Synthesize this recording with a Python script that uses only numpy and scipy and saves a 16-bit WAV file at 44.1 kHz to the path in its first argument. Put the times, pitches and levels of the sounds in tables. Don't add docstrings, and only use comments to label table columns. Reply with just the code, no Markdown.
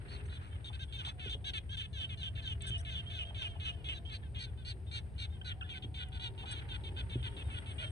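import sys
import numpy as np
from scipy import signal
from scipy.fft import rfft, irfft, next_fast_len
from scipy.io import wavfile
from scipy.ndimage import map_coordinates

SR = 44100
rng = np.random.default_rng(int(sys.argv[2]) if len(sys.argv) > 2 else 0)


def inscribe(sig):
    pcm = np.round(np.clip(np.atleast_2d(sig).T, -1, 1) * 32767)
    wavfile.write(sys.argv[1], SR, pcm.astype(np.int16))


N = 348823


def amp(db):
    return 10 ** (np.asarray(db) / 20)


def unit(x):
    return x / np.sqrt(np.mean(x ** 2) + 1e-20)


def along(points, hz):
    f, v = np.transpose(points)
    return np.interp(np.log(hz + 1e-6), np.log(f), v)


def curve(rows):
    s, values = np.transpose(rows)
    return np.interp(np.arange(N) / SR, s, values)


def wobble(rate_hz, size=N):
    knots = rng.standard_normal(int(size * rate_hz / SR) + 4)
    return map_coordinates(knots, [np.arange(size) * rate_hz / SR], mode="mirror")


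def filtered(x, response):
    m = next_fast_len(x.shape[-1] + 4096)
    spectrum = rfft(x, m) * response(np.fft.rfftfreq(m, 1 / SR))
    return irfft(spectrum, m)[..., :x.shape[-1]]


def add(track, start_s, sound):
    room = track[max(0, round(start_s * SR)):][:len(sound)]
    room += sound[:len(room)]


def rush(spectrum, side_db):
    mid, side = filtered(rng.standard_normal((2, N)), lambda hz: amp(along(spectrum, hz)))
    side = amp(side_db) * side
    return unit(np.array([mid + side, mid - side]))


def from_left(x, lead_ms):
    return filtered(x, lambda hz: np.exp(np.outer([1, -1], 1j * np.pi * hz * lead_ms / 1e3)))


def arch(u, start, middle, end):
    return start * (1 - u) * (1 - 2 * u) + 4 * middle * u * (1 - u) + end * u * (2 * u - 1)


def gate(t, attack_s, release_s):
    return np.clip(t / attack_s, 0, 1) * np.clip((t[-1] - t) / release_s, 0, 1)


def swell(crest_s, width_s, db):
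    return amp(db) ** 2 * np.exp(-((np.arange(N) / SR - crest_s) / width_s) ** 2)


# hz, relative level_db_per_hz
RUMBLE_COLOUR = [(20, -49), (35, -15.5), (52, -1.5), (70, 5.5), (110, 0.5), (160, -13), (220, -20.5),
                 (400, -63.5)]
MURMUR_COLOUR = [(120, -24), (250, 6.5), (400, 5.5), (550, -1.5), (850, -4), (1200, -16), (3000, -18.5),
                 (5000, -26.5), (7000, -51), (12000, -35)]
HISS_COLOUR = [(7000, -68), (7850, -3), (8100, 23.5), (9000, 22), (9650, 16), (10200, -5.5), (12000, -14)]
# time_s, level_db
MURMUR_LEVEL = [(0, -63), (1.7, -65), (6.2, -63.5), (6.5, -59.5), (7.91, -61.5)]
HISS_LEVEL = [(0, -75.5), (6.1, -80), (7.91, -67)]
# crest_s, half_width_s, level_db
GUSTS = [(2.7, 0.44, -46), (5.2, 0.28, -47.5), (7.2, 0.555, -46.5)]
RUMBLE_DB, RUMBLE_WANDER_DB = -43.5, 0.25


def air(murmur_trim_db=2, hiss_trim_db=4):
    calm_db = RUMBLE_DB + RUMBLE_WANDER_DB * wobble(3.02)
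    rumble_gain = np.sqrt(amp(calm_db) ** 2 + sum(swell(*row) for row in GUSTS))
    murmur_db = curve(MURMUR_LEVEL) + murmur_trim_db + wobble(5)
    shimmer_db = 1.02 * wobble(140) + 0.91 * wobble(14)
    hiss_db = curve(HISS_LEVEL) + hiss_trim_db + shimmer_db
    rumble = rumble_gain * rush(RUMBLE_COLOUR, side_db=-13.5) * amp([[.8], [-.8]])
    murmur = amp(murmur_db) * rush(MURMUR_COLOUR, side_db=-5.5) * amp([[.5], [-.5]])
    hiss = amp(hiss_db) * rush(HISS_COLOUR, side_db=-5) * amp([[2], [-17]])
    return rumble + murmur + hiss


def hum(length_s, start_hz, end_hz, waver, fading_db):
    t = np.arange(int(length_s * SR)) / SR
    pitch_hz = np.linspace(start_hz, end_hz, len(t)) * (1 + waver * wobble(24.9, len(t)))
    smear_rad = .85 * wobble(60, len(t))
    tone = np.sin(2 * np.pi * np.cumsum(pitch_hz) / SR + smear_rad)
    tone = tone * amp(fading_db * wobble(18.1, len(t)))
    return unit(tone * np.sqrt(np.abs(np.sin(np.pi * t / t[-1]))))


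# start_s, length_s, level_db before trim, start_hz, end_hz
HUMS = [(1.05, 0.52, -69, 730, 721), (1.797, 2.5, -67, 672, 687), (3.1, 0.49, -69, 614, 609.6),
        (5.25, 1.27, -67.5, 738, 763), (5.9, 2.01, -68, 919, 914), (6.4, 0.634, -69, 816, 825.3),
        (7.62, 0.32, -62.5, 663.8, 610)]
# start_s, length_s, level_db before trim, pitch_hz
HOOTS = [(0.071, 0.25, -61.5, 410), (2.529, 0.26, -62.5, 388), (4.699, .17, -62.5, 382),
         (6.239, 0.17, -60.5, 380), (6.83, .14, -58, 380), (7.299, 0.114, -57.5, 392)]


def hums(trim_db=-2):
    out = np.zeros(N)
    for start_s, length_s, level_db, start_hz, end_hz in HUMS:
        sound = hum(length_s, start_hz, end_hz, waver=0.00803, fading_db=4)
        add(out, start_s, amp(level_db + trim_db) * sound)
    for start_s, length_s, level_db, pitch_hz in HOOTS:
        sound = hum(length_s, pitch_hz, pitch_hz, waver=0.017, fading_db=2.5)
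        add(out, start_s, amp(level_db + trim_db) * sound)
    return out


# hz, t60_s
BANK_DECAY = [(300, 0.123), (3000, 0.098), (10000, 0.0271)]


def banks(x):
    hz, t, z = signal.stft(rng.standard_normal((2, SR // 3)), SR, nperseg=256)
    decay = amp(-60 * t / along(BANK_DECAY, hz)[:, None])
    tail = signal.istft(z * decay, SR, nperseg=256)[1]
    return signal.fftconvolve(x[None], tail / np.linalg.norm(tail[0]), axes=1)[:, :N]


def bubble(hz, cycles, rise=0.76):
    t = np.arange(int(cycles / hz * SR)) / SR
    u = t / t[-1]
    return np.sin(2 * np.pi * hz * t * (1 + rise * u / 2)) * amp(-40 * u) * (1 - np.exp(-t * hz))


# start_s, level_db before trims, bubble start_hz
PLOPS = [(.7, -45, 920), (1.074, -44, 910), (3.306, -46.5, 726), (3.415, -46.5, 873), (3.555, -48, 750),
         (6.436, -42, 800)]
# hz, relative level_db_per_hz
SPLASH_COLOUR = [(400, -24), (800, 11), (1600, -12.5), (3000, -17), (5000, -43), (9000, -61)]
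TRICKLE_COLOUR = [(500, 10), (1000, 6), (1600, 15.5), (3300, 5), (5000, -12.5), (9000, -39)]
# crest_s, half_width_s, level_db before trims
SWASHES = [(.24, 0.315, -55.5), (3.1, 0.6, -61), (6.6, 0.18, -54), (7.55, 0.41, -54.5)]
TRICKLE_DB = -67


def water(drop_count=1100, drop_hz=1900, drop_db=-3, wash_db=-6.5, spatter_db=4.0,
          plop_db=-4, splash_db=-9, splash_t60_s=0.13):
    trickle_db = 10 * np.log10(amp(TRICKLE_DB) ** 2 + sum(swell(*row) for row in SWASHES))
    plops, splashes, drops = np.zeros((3, N))
    t = np.arange(SR // 8) / SR
    for start_s, level_db, hz in PLOPS:
        add(plops, start_s, amp(level_db + plop_db) * bubble(hz, cycles=20))
        spatter = rng.standard_normal(len(t)) * amp(4 * wobble(300, len(t)))
        splash = unit(filtered(spatter, lambda f: amp(along(SPLASH_COLOUR, f))))
        add(splashes, start_s, amp(level_db + splash_db - 60 * t / splash_t60_s) * splash)
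    for when, pitch, size in rng.random((drop_count, 3)):
        octaves = 1.6 * pitch - .8
        drop = amp(13 * size ** 3) * bubble(drop_hz * 2 ** octaves, cycles=9)
        add(drops, when * N / SR, amp(drop_db) * drop)
    wash = amp(trickle_db + wash_db + spatter_db * wobble(110)) * rush(TRICKLE_COLOUR, side_db=2.5)
    return from_left(plops + splashes + amp(trickle_db) * drops, lead_ms=0.28) + wash


# start_s, length_s, level_db
POURS = [(0.1, 0.117, -57.5), (0.402, 0.098, -59.5), (0.705, 0.099, -67), (1.008, 0.1236, -54)]
# hz, relative level_db_per_hz
POUR_COLOUR = [(300, -22), (600, -1.5), (950, 6.5), (1300, 6.5), (1800, -0.5), (2800, 3.5), (4500, -12.5),
               (9000, -33)]


def pours(rattle_db=2.5):
    out = np.zeros(N)
    for start_s, length_s, level_db in POURS:
        t = np.arange(int(length_s * SR)) / SR
        spatter = rng.standard_normal(len(t)) * amp(rattle_db * wobble(256.5, len(t)))
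        burst = unit(filtered(spatter, lambda hz: amp(along(POUR_COLOUR, hz))))
        add(out, start_s, amp(level_db) * burst * gate(t, attack_s=0.0116, release_s=0.018))
    return from_left(out, lead_ms=0.49)


def struck_mode(t, hz, t60_s):
    return amp(-60 * t / t60_s) * np.sin(2 * np.pi * hz * t) * (1 - np.exp(-2 * t * hz))


# start_s (sounds 1.9 ms later), level_db before trims, knock_hz
BUMPS = [(1.258, -37.5, 376), (1.348, -44, 428), (2.7, -38, 168), (5.843, -40.5, 260), (5.882, -45, 289),
         (7.152, -33, 364)]
# frequency over knock_hz, relative level_db_per_hz
SCUFF_COLOUR = [(.16, -16.5), (.36, 5), (.7, 0), (1.25, -2.5), (1.75, -18), (3.2, -61)]


def bumps(knock_db=-3, thud_db=1, scuff_db=-5, mean_thud_hz=110, knock_t60_s=0.059, thud_t60_s=0.32,
          scuff_t60_s=0.11):
    out, t = np.zeros(N), np.arange(SR // 5) / SR
    for start_s, level_db, knock_hz in BUMPS:
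        thud_hz = mean_thud_hz * (1 + 0.08 * rng.standard_normal())
        knock = struck_mode(t, knock_hz, knock_t60_s) + 0.113 * struck_mode(t, 0.5 * knock_hz, knock_t60_s)
        scuff = unit(filtered(rng.standard_normal(len(t)), lambda hz: amp(along(SCUFF_COLOUR, hz / knock_hz))))
        scuff = scuff * amp(scuff_db - 60 * t / scuff_t60_s) * gate(t, attack_s=0.00096, release_s=.01)
        thud = amp(thud_db) * struck_mode(t, thud_hz, thud_t60_s)
        add(out, start_s + 0.0019, amp(level_db) * (amp(knock_db) * knock + scuff + thud))
    return out


# start_s, level_db before trim and filter
TICKS = [(2.622, -40), (6.087, -48)]


def ticks(trim_db=3.5, t60_s=0.0057):
    out, t = np.zeros(N), np.arange(SR // 50) / SR
    for start_s, level_db in TICKS:
        add(out, start_s, amp(level_db + trim_db - 60 * t / t60_s) * rng.standard_normal(len(t)))
    return filtered(out, lambda hz: amp(along([(3000, -38.5), (8000, -5.5), (11000, -8)], hz)))


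# hz, level_db
CHIP_COLOUR = [(4000, -31), (5500, 8), (7000, -13), (8400, -6), (10000, -4.5), (12000, -26.5)]


def chip(length_s, start_hz, middle_hz, end_hz, second_db, shrill_db, jitter=0.029):
    t = np.arange(int(length_s * SR)) / SR
    pitch_hz = arch(t / t[-1], start_hz, middle_hz, end_hz) * (1 + jitter * wobble(1415, len(t)))
    phase = 2 * np.pi * np.cumsum(pitch_hz) / SR
    k = np.arange(3, 8)[:, None]
    shrill = np.sum(amp(shrill_db + along(CHIP_COLOUR, k * pitch_hz)) * np.sin(k * phase), axis=0)
    tone = np.sin(phase) + amp(second_db) * np.sin(2 * phase) + shrill
    return unit(tone * amp(1.4 * wobble(430, len(t))) * gate(t, attack_s=0.00082, release_s=0.0044))


# start_s, length_s, level_db, start_hz, middle_hz, end_hz, second_harmonic_db
CHIPS = [(2.376, 0.00525, -55.5, 1900, 1800, 1900, -20), (4.23, 0.0125, -65.5, 1690, 1780, 1720, -8),
         (5.413, 0.011, -56, 1460, 1570, 1690, 6.5), (5.61, 0.026, -51, 1745, 1300, 1754, 2),
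         (5.639, 0.03, -63, 1690, 1710, 1600, 2), (5.718, 0.0432, -56.5, 2930, 2380, 2090, -30)]
CHIP_SHRILL_DB = -31.5
# start_s, length_s, level_db, start_hz, middle_hz, end_hz
SQUEAKS = [(0.256, 0.021, -71.5, 1938, 2150, 2040), (2.667, 0.039, -56, 1710, 1634, 1570),
           (2.778, 0.0233, -58.5, 1640, 1874, 1910), (2.798, 0.021, -61.5, 1720, 1594, 1450),
           (6.512, 0.023, -54.5, 1680, 1699, 1740)]
SQUEAK_SECOND_DB, SQUEAK_SHRILL_DB, SQUEAK_JITTER = 2, 2, 0.022


def chips():
    out = np.zeros(N)
    for start_s, length_s, level_db, *pitches_hz, second_db in CHIPS:
        add(out, start_s, amp(level_db) * chip(length_s, *pitches_hz, second_db, CHIP_SHRILL_DB))
    for start_s, length_s, level_db, *pitches_hz in SQUEAKS:
        sound = chip(length_s, *pitches_hz, SQUEAK_SECOND_DB, SQUEAK_SHRILL_DB, SQUEAK_JITTER)
        add(out, start_s, amp(level_db) * sound)
    return out


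def call(length_s, pitches_hz, throat, throat_hz, onset_db, end_db, jitter, rasp_db, shimmer, crest=0.517,
         flutter_db=0.15, body_db=0, waver=0.006, sharpness=5, follow=0.99, scoop=0, settle_s=0.00972,
         quaver=0, quaver_hz=27, hoarsens_db=0, release_s=0.01043):
    t = np.arange(int((length_s + 0.0055) * SR)) / SR
    u, size = t / t[-1], len(t)
    bend_hz = arch(u, *pitches_hz)
    mean_hz = bend_hz.mean()
    tuned_hz = mean_hz * round(throat_hz / mean_hz)
    resonance_hz = (throat_hz + tuned_hz) / 2 * (bend_hz / mean_hz) ** follow
    ornament = scoop * np.exp(-t / settle_s) + quaver * np.cos(2 * np.pi * quaver_hz * t)
    pitch_hz = bend_hz * (1 + ornament + waver * wobble(61.0, size) + jitter * wobble(404.9, size))
    phase = 2 * np.pi * np.cumsum(pitch_hz) / SR
    k = np.arange(1, 27)[:, None]
    ratio = k * pitch_hz / (resonance_hz * (1 + 0.36 * ornament))
    turn = np.arctan(sharpness * (ratio - 1 / ratio))
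    partials = amp(along(throat, ratio)) * np.sin(k * phase - turn)
    colour = amp([1.4 * rng.standard_normal() + 2 * wobble(55, size) for _ in k])
    body = amp(body_db * np.clip(4 * (1 - ratio), 0, 1))
    voice = unit(np.sum(colour * body * partials, axis=0))
    voice = voice * (1 + shimmer * wobble(500, size))
    puffs = rng.standard_normal(size) * (1 + np.cos(phase))
    rasp = unit(filtered(puffs, lambda hz: amp(along(throat, hz / throat_hz))))
    rasp = rasp * amp(hoarsens_db * (u - .5))
    effort_db = np.interp(u, [0, crest, 1], [onset_db - 7.5, 0, end_db]) + flutter_db * wobble(134, size)
    sound = (voice + amp(rasp_db) * rasp) * amp(effort_db)
    return unit(sound * gate(t, attack_s=.0011, release_s=release_s))


# frequency over resonance, level_db
RASP_THROAT = [(.15, -48), (.3, -15.5), (.41, -2), (.55, -4), (.68, -2), (.8, -1.5), (1, 5.5), (1.12, -1.5),
               (1.27, -5.5), (1.5, -21), (1.9, -25.5), (2.6, -31.5), (3.6, -42)]
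COLONY_DB, COLONY_SPREAD_DB, COLONY_HZ = -74, 6, 492


def colony(count=26):
    out = np.zeros(N)
    for i, (when, size, high, throat) in enumerate(rng.random((count, 4))):
        hz = COLONY_HZ * (.88 + .24 * high)
        voice = call(.06, (hz, hz, .9 * hz), RASP_THROAT, 2900 + 700 * throat, onset_db=2.5, end_db=-3,
                     jitter=.012, rasp_db=-13.5, shimmer=.15)
        add(out, (i + when) * N / SR / count, amp(COLONY_DB + COLONY_SPREAD_DB * size) * voice)
    return out


# start_s, length_s (call adds 5.5 ms), level_db, mid-call pitch_hz
ANSWERS = [(3.059, 0.049, -60.5, 457.3), (3.249, 0.058, -61, 466), (3.475, 0.0455, -62.5, 470),
           (3.714, 0.038, -67, 453), (4.05, 0.048, -61.5, 464), (4.866, 0.0516, -70.5, 520),
           (5.3, 0.047, -73, 524), (7.3, 0.059, -72, 482.4), (7.839, 0.047, -58.5, 462)]
ANSWER_THROAT = [(.15, -40), (.3, -29), (.55, -9.5), (.8, -13), (1, 3.5), (1.15, -10), (1.4, -17), (3, -38)]
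ANSWER_START, ANSWER_END = 0.95, 0.93
ANSWER_HARMONIC = 7


def far_birds():
    out = np.zeros(N)
    for start_s, length_s, level_db, hz in ANSWERS:
        voice = call(length_s, (ANSWER_START * hz, hz, ANSWER_END * hz), ANSWER_THROAT, ANSWER_HARMONIC * hz,
                     onset_db=8.5, end_db=3.5, jitter=0.013, rasp_db=-14, shimmer=0.14)
        add(out, start_s, amp(level_db) * voice)
    return out


def voice_track(rows, throat, **style):
    out = np.zeros(N)
    for start_s, length_s, level_db, *pitches_hz, throat_hz in rows:
        add(out, start_s, amp(level_db) * call(length_s, pitches_hz, throat, throat_hz, **style))
    return out


# start_s, length_s (call adds 5.5 ms), level_db, start_hz, middle_hz, end_hz, throat_hz
YAPS = [(0.643, 0.054, -53.5, 476.5, 463, 443.7, 3545), (1.047, .058, -48.5, 431.4, 452, 428, 3490),
        (1.294, 0.058, -48, 454.5, 440, 405, 3390), (1.769, 0.054, -48.5, 457.5, 428.6, 395, 3210),
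        (1.999, 0.0605, -48, 457, 419.5, 375, 3148), (2.23, 0.063, -50, 450.3, 419, 392, 3156),
        (2.474, 0.064, -50.5, 448, 438.5, 390, 3236), (2.704, 0.072, -49.5, 451.1, 431, 402.2, 3170),
        (2.952, 0.06, -49.5, 434, 417.3, 384, 3116), (3.189, 0.052, -48.5, 443, 418.9, 400, 3000),
        (3.418, 0.063, -48.5, 456.6, 430.5, 399.3, 3000), (3.649, 0.0648, -48.5, 450.4, 428.4, 413, 2930),
        (3.886, 0.056, -48, 445, 430, 393, 2950)]
YAP_THROAT = [(.15, -51), (.3, -23), (.42, -12.5), (.56, -15), (.72, -12), (.87, -2), (1, 5.5), (1.13, -6),
              (1.28, -13), (1.45, -19.5), (1.9, -23), (2.6, -36.5), (3.6, -35)]


def yaps():
    return voice_track(YAPS, YAP_THROAT, onset_db=6, end_db=-2.0, jitter=0.011, rasp_db=-11, shimmer=0.12,
                       quaver=-.022, quaver_hz=20.36, hoarsens_db=-13, release_s=.012)


# start_s, length_s (call adds 5.5 ms), level_db, pitch_hz, below_resonance_db
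YIPS = [(0.924, 0.049, -52.5, 447, -8), (1.194, 0.0664, -54, 438.5, -1), (1.5334, 0.056, -46, 431, -4.5),
        (1.808, 0.054, -53.5, 438.5, 0), (2.091, 0.057, -54, 416, -0.5), (2.351, 0.056, -55, 438, 0),
        (2.606, 0.053, -55, 435, -0.5), (2.848, 0.059, -53, 428, -0.5), (3.099, 0.0617, -53.5, 434.1, -5),
        (3.345, 0.059, -54.5, 437.2, 0), (3.598, 0.072, -54, 423, 0), (3.842, 0.057, -52.5, 420, -2.5),
        (4.095, 0.061, -55.5, 422.5, 0.5), (4.346, 0.068, -55, 409, 1.5), (5.691, 0.0417, -52.5, 464, -3),
        (5.822, 0.0323, -55, 474.4, -8), (5.941, 0.0555, -54.5, 449, -7), (6.377, 0.067, -57.5, 455, -2),
        (6.549, 0.054, -54.5, 446, -2), (6.686, 0.047, -54.5, 450, -2.5), (6.836, 0.06, -55.5, 448, -1.5),
        (7.095, 0.064, -54.5, 444.1, -2.5), (7.364, 0.0652, -56, 440, -1), (7.5, 0.058, -56.5, 434, 5.5),
        (7.658, 0.068, -57.5, 438.9, -1)]
YIP_THROAT = [(.15, -60), (.36, -8), (.49, -5.5), (.62, -1), (.75, 2.5), (.86, 2.5), (1, 6.5), (1.11, 1),
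              (1.25, -6.5), (1.5, -23.5), (1.8, -20), (2.4, -33), (3.4, -38)]
YIP_THROAT_HZ, YIP_SAG = 3440, 0.95
YIP_SCOOP, YIP_SCOOP_FADE_PER_S = .18, 0.01187


def yips():
    out = np.zeros(N)
    for start_s, length_s, level_db, hz, body_db in YIPS:
        scoop = YIP_SCOOP - YIP_SCOOP_FADE_PER_S * start_s
        voice = call(length_s, (hz, hz, YIP_SAG * hz), YIP_THROAT, YIP_THROAT_HZ, onset_db=6.5, end_db=-1,
                     jitter=0.0052, rasp_db=-12, shimmer=0.077, body_db=body_db, scoop=scoop,
                     quaver=0.0215, quaver_hz=26.7)
        add(out, start_s, amp(level_db) * voice)
    return out


# start_s, length_s (call adds 5.5 ms), level_db, start_hz, middle_hz, end_hz, throat_hz
SLURS = [(0.792, 0.052, -53, 494, 540, 472, 3700), (0.973, 0.0473, -52, 544.7, 507.5, 458, 3555),
         (1.236, 0.059, -53.5, 529, 506, 452.5, 3380), (1.443, 0.063, -46, 510.5, 567.4, 472.8, 3700),
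         (1.692, 0.0658, -53, 502, 556, 499.3, 3600), (1.929, 0.069, -53.5, 594, 547, 487, 3670),
         (2.173, 0.072, -54, 600, 559.7, 475, 3592), (2.421, 0.066, -52.5, 615, 532, 503, 4045),
         (2.641, 0.0583, -53, 495, 521.6, 468.7, 3700), (2.889, 0.0637, -53, 539, 517, 473.2, 3849),
         (3.128, 0.063, -53.5, 541, 514, 471, 3790), (3.378, 0.059, -51, 541.7, 522, 462, 3640),
         (3.63, 0.0695, -53.5, 508, 500, 452.6, 3800), (3.924, 0.0638, -55.5, 553, 567.6, 485, 3880)]
SLUR_THROAT = [(.15, -48), (.29, -23.5), (.43, -6), (.57, -10.5), (.71, -5), (.86, 2), (1, 5.5), (1.14, -6),
               (1.29, -15.5), (1.7, -17), (2.3, -38.5), (3.2, -37.5)]


def slurs():
    return voice_track(SLURS, SLUR_THROAT, onset_db=-0.5, end_db=-2, jitter=0.00866, rasp_db=-7.5,
                       shimmer=0.096, hoarsens_db=15, release_s=0.012)


# start_s, length_s (call adds 5.5 ms), level_db, start_hz, middle_hz, end_hz, throat_hz
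ARCHES = [(0.08, 0.0964, -58, 450, 481, 411.2, 4230), (0.294, 0.087, -60, 460, 498, 415, 3950),
          (4.119, 0.055, -52, 433.5, 453, 430, 4200), (4.386, 0.074, -49.5, 444, 482, 417, 4220),
          (4.648, 0.08, -49, 453, 488, 415.3, 4240), (4.912, 0.087, -48.5, 455.4, 473.3, 419, 3960),
          (5.179, 0.083, -49.5, 454.4, 468.6, 394.3, 3910), (5.445, 0.06, -49.5, 496, 488, 431, 4030),
          (6.195, 0.094, -48.5, 469.6, 494, 440.1, 3650), (6.456, 0.093, -51.5, 464.5, 500.5, 445.9, 3650)]
ARCH_THROAT = [(.15, -38.5), (.3, -30), (.36, -4.5), (.47, -8.5), (.6, -4.5), (.75, -3.5), (.88, 1), (1, 8),
               (1.1, -1), (1.22, -12), (1.5, -18.5), (1.9, -24.5), (3, -42.5)]


def arches():
    return voice_track(ARCHES, ARCH_THROAT, onset_db=-1, end_db=-5, jitter=0.013, rasp_db=-8.0,
                       shimmer=0.12, quaver=0.012, quaver_hz=45.51, release_s=0.016)


# start_s, length_s (call adds 5.5 ms), level_db, start_hz, middle_hz, end_hz, throat_hz
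RASPS = [(0.727, 0.035, -57, 484, 527.8, 463, 3500), (5.489, 0.038, -52, 507, 489.2, 426.3, 3220),
         (5.733, 0.053, -54.5, 505.4, 511, 480, 3500), (5.973, 0.0665, -51.5, 503.6, 495.7, 483, 3560),
         (6.119, 0.061, -57, 478, 499, 457.6, 3530), (6.712, 0.056, -53, 497.7, 495.5, 461, 3500),
         (6.962, 0.054, -51.5, 493.5, 511.5, 462, 3530), (7.227, 0.059, -51, 490, 505, 412, 3320),
         (7.538, 0.055, -54, 471, 490, 462, 3470), (7.781, 0.072, -50, 468.6, 491, 437, 3270)]


def rasps():
    return voice_track(RASPS, RASP_THROAT, onset_db=1.0, end_db=-0.5, jitter=0.012, rasp_db=-4, shimmer=0.22)


def near_birds():
    return yaps() + yips() + slurs() + arches() + rasps()


# hz, gain_db
LEFT_PORT = [(1200, 7), (1450, 5), (1750, 10), (2100, 1.5), (2500, 4.5), (3050, 7.5), (3500, 5.5),
             (4000, -1), (5200, -0.5), (6200, 0.5), (7700, -2), (8000, 17), (9000, 17), (10000, 2),
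             (12000, -6)]
RIGHT_PORT = [(1200, 6), (1500, 7.5), (2100, 3.5), (2500, 5), (3050, 9.5), (3500, 2), (4000, 1), (5200, -5),
              (6200, 2.5), (7400, -9.5), (8200, 4), (12000, -14.5)]
# centre_hz, width_hz
PORT_CAVITY = [(1900, 303), (5650, 39), (6750, 82)]


def ports(hz):
    lag = sum(2 * np.arctan2(hz * width, centre ** 2 - hz ** 2) for centre, width in PORT_CAVITY)
    left = amp(along(LEFT_PORT, hz)) * np.exp(-1j * lag)
    return np.array([left, amp(along(RIGHT_PORT, hz))])


def scene(lead_ms=0.4836, near_echo_db=-14, far_echo_db=-5):
    near = near_birds() + chips() + ticks()
    far = far_birds() + colony()
    echo = banks(amp(near_echo_db) * near + amp(far_echo_db) * far)
    birds = filtered(from_left(near + far, lead_ms) + echo, ports)
    return air() + from_left(hums(), lead_ms=0.18) + water() + pours() + bumps() + birds


TOP_HZ = 12300


def record(dry):
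    return filtered(dry, lambda hz: hz < TOP_HZ)


dry = scene()
out = record(dry)
inscribe(out)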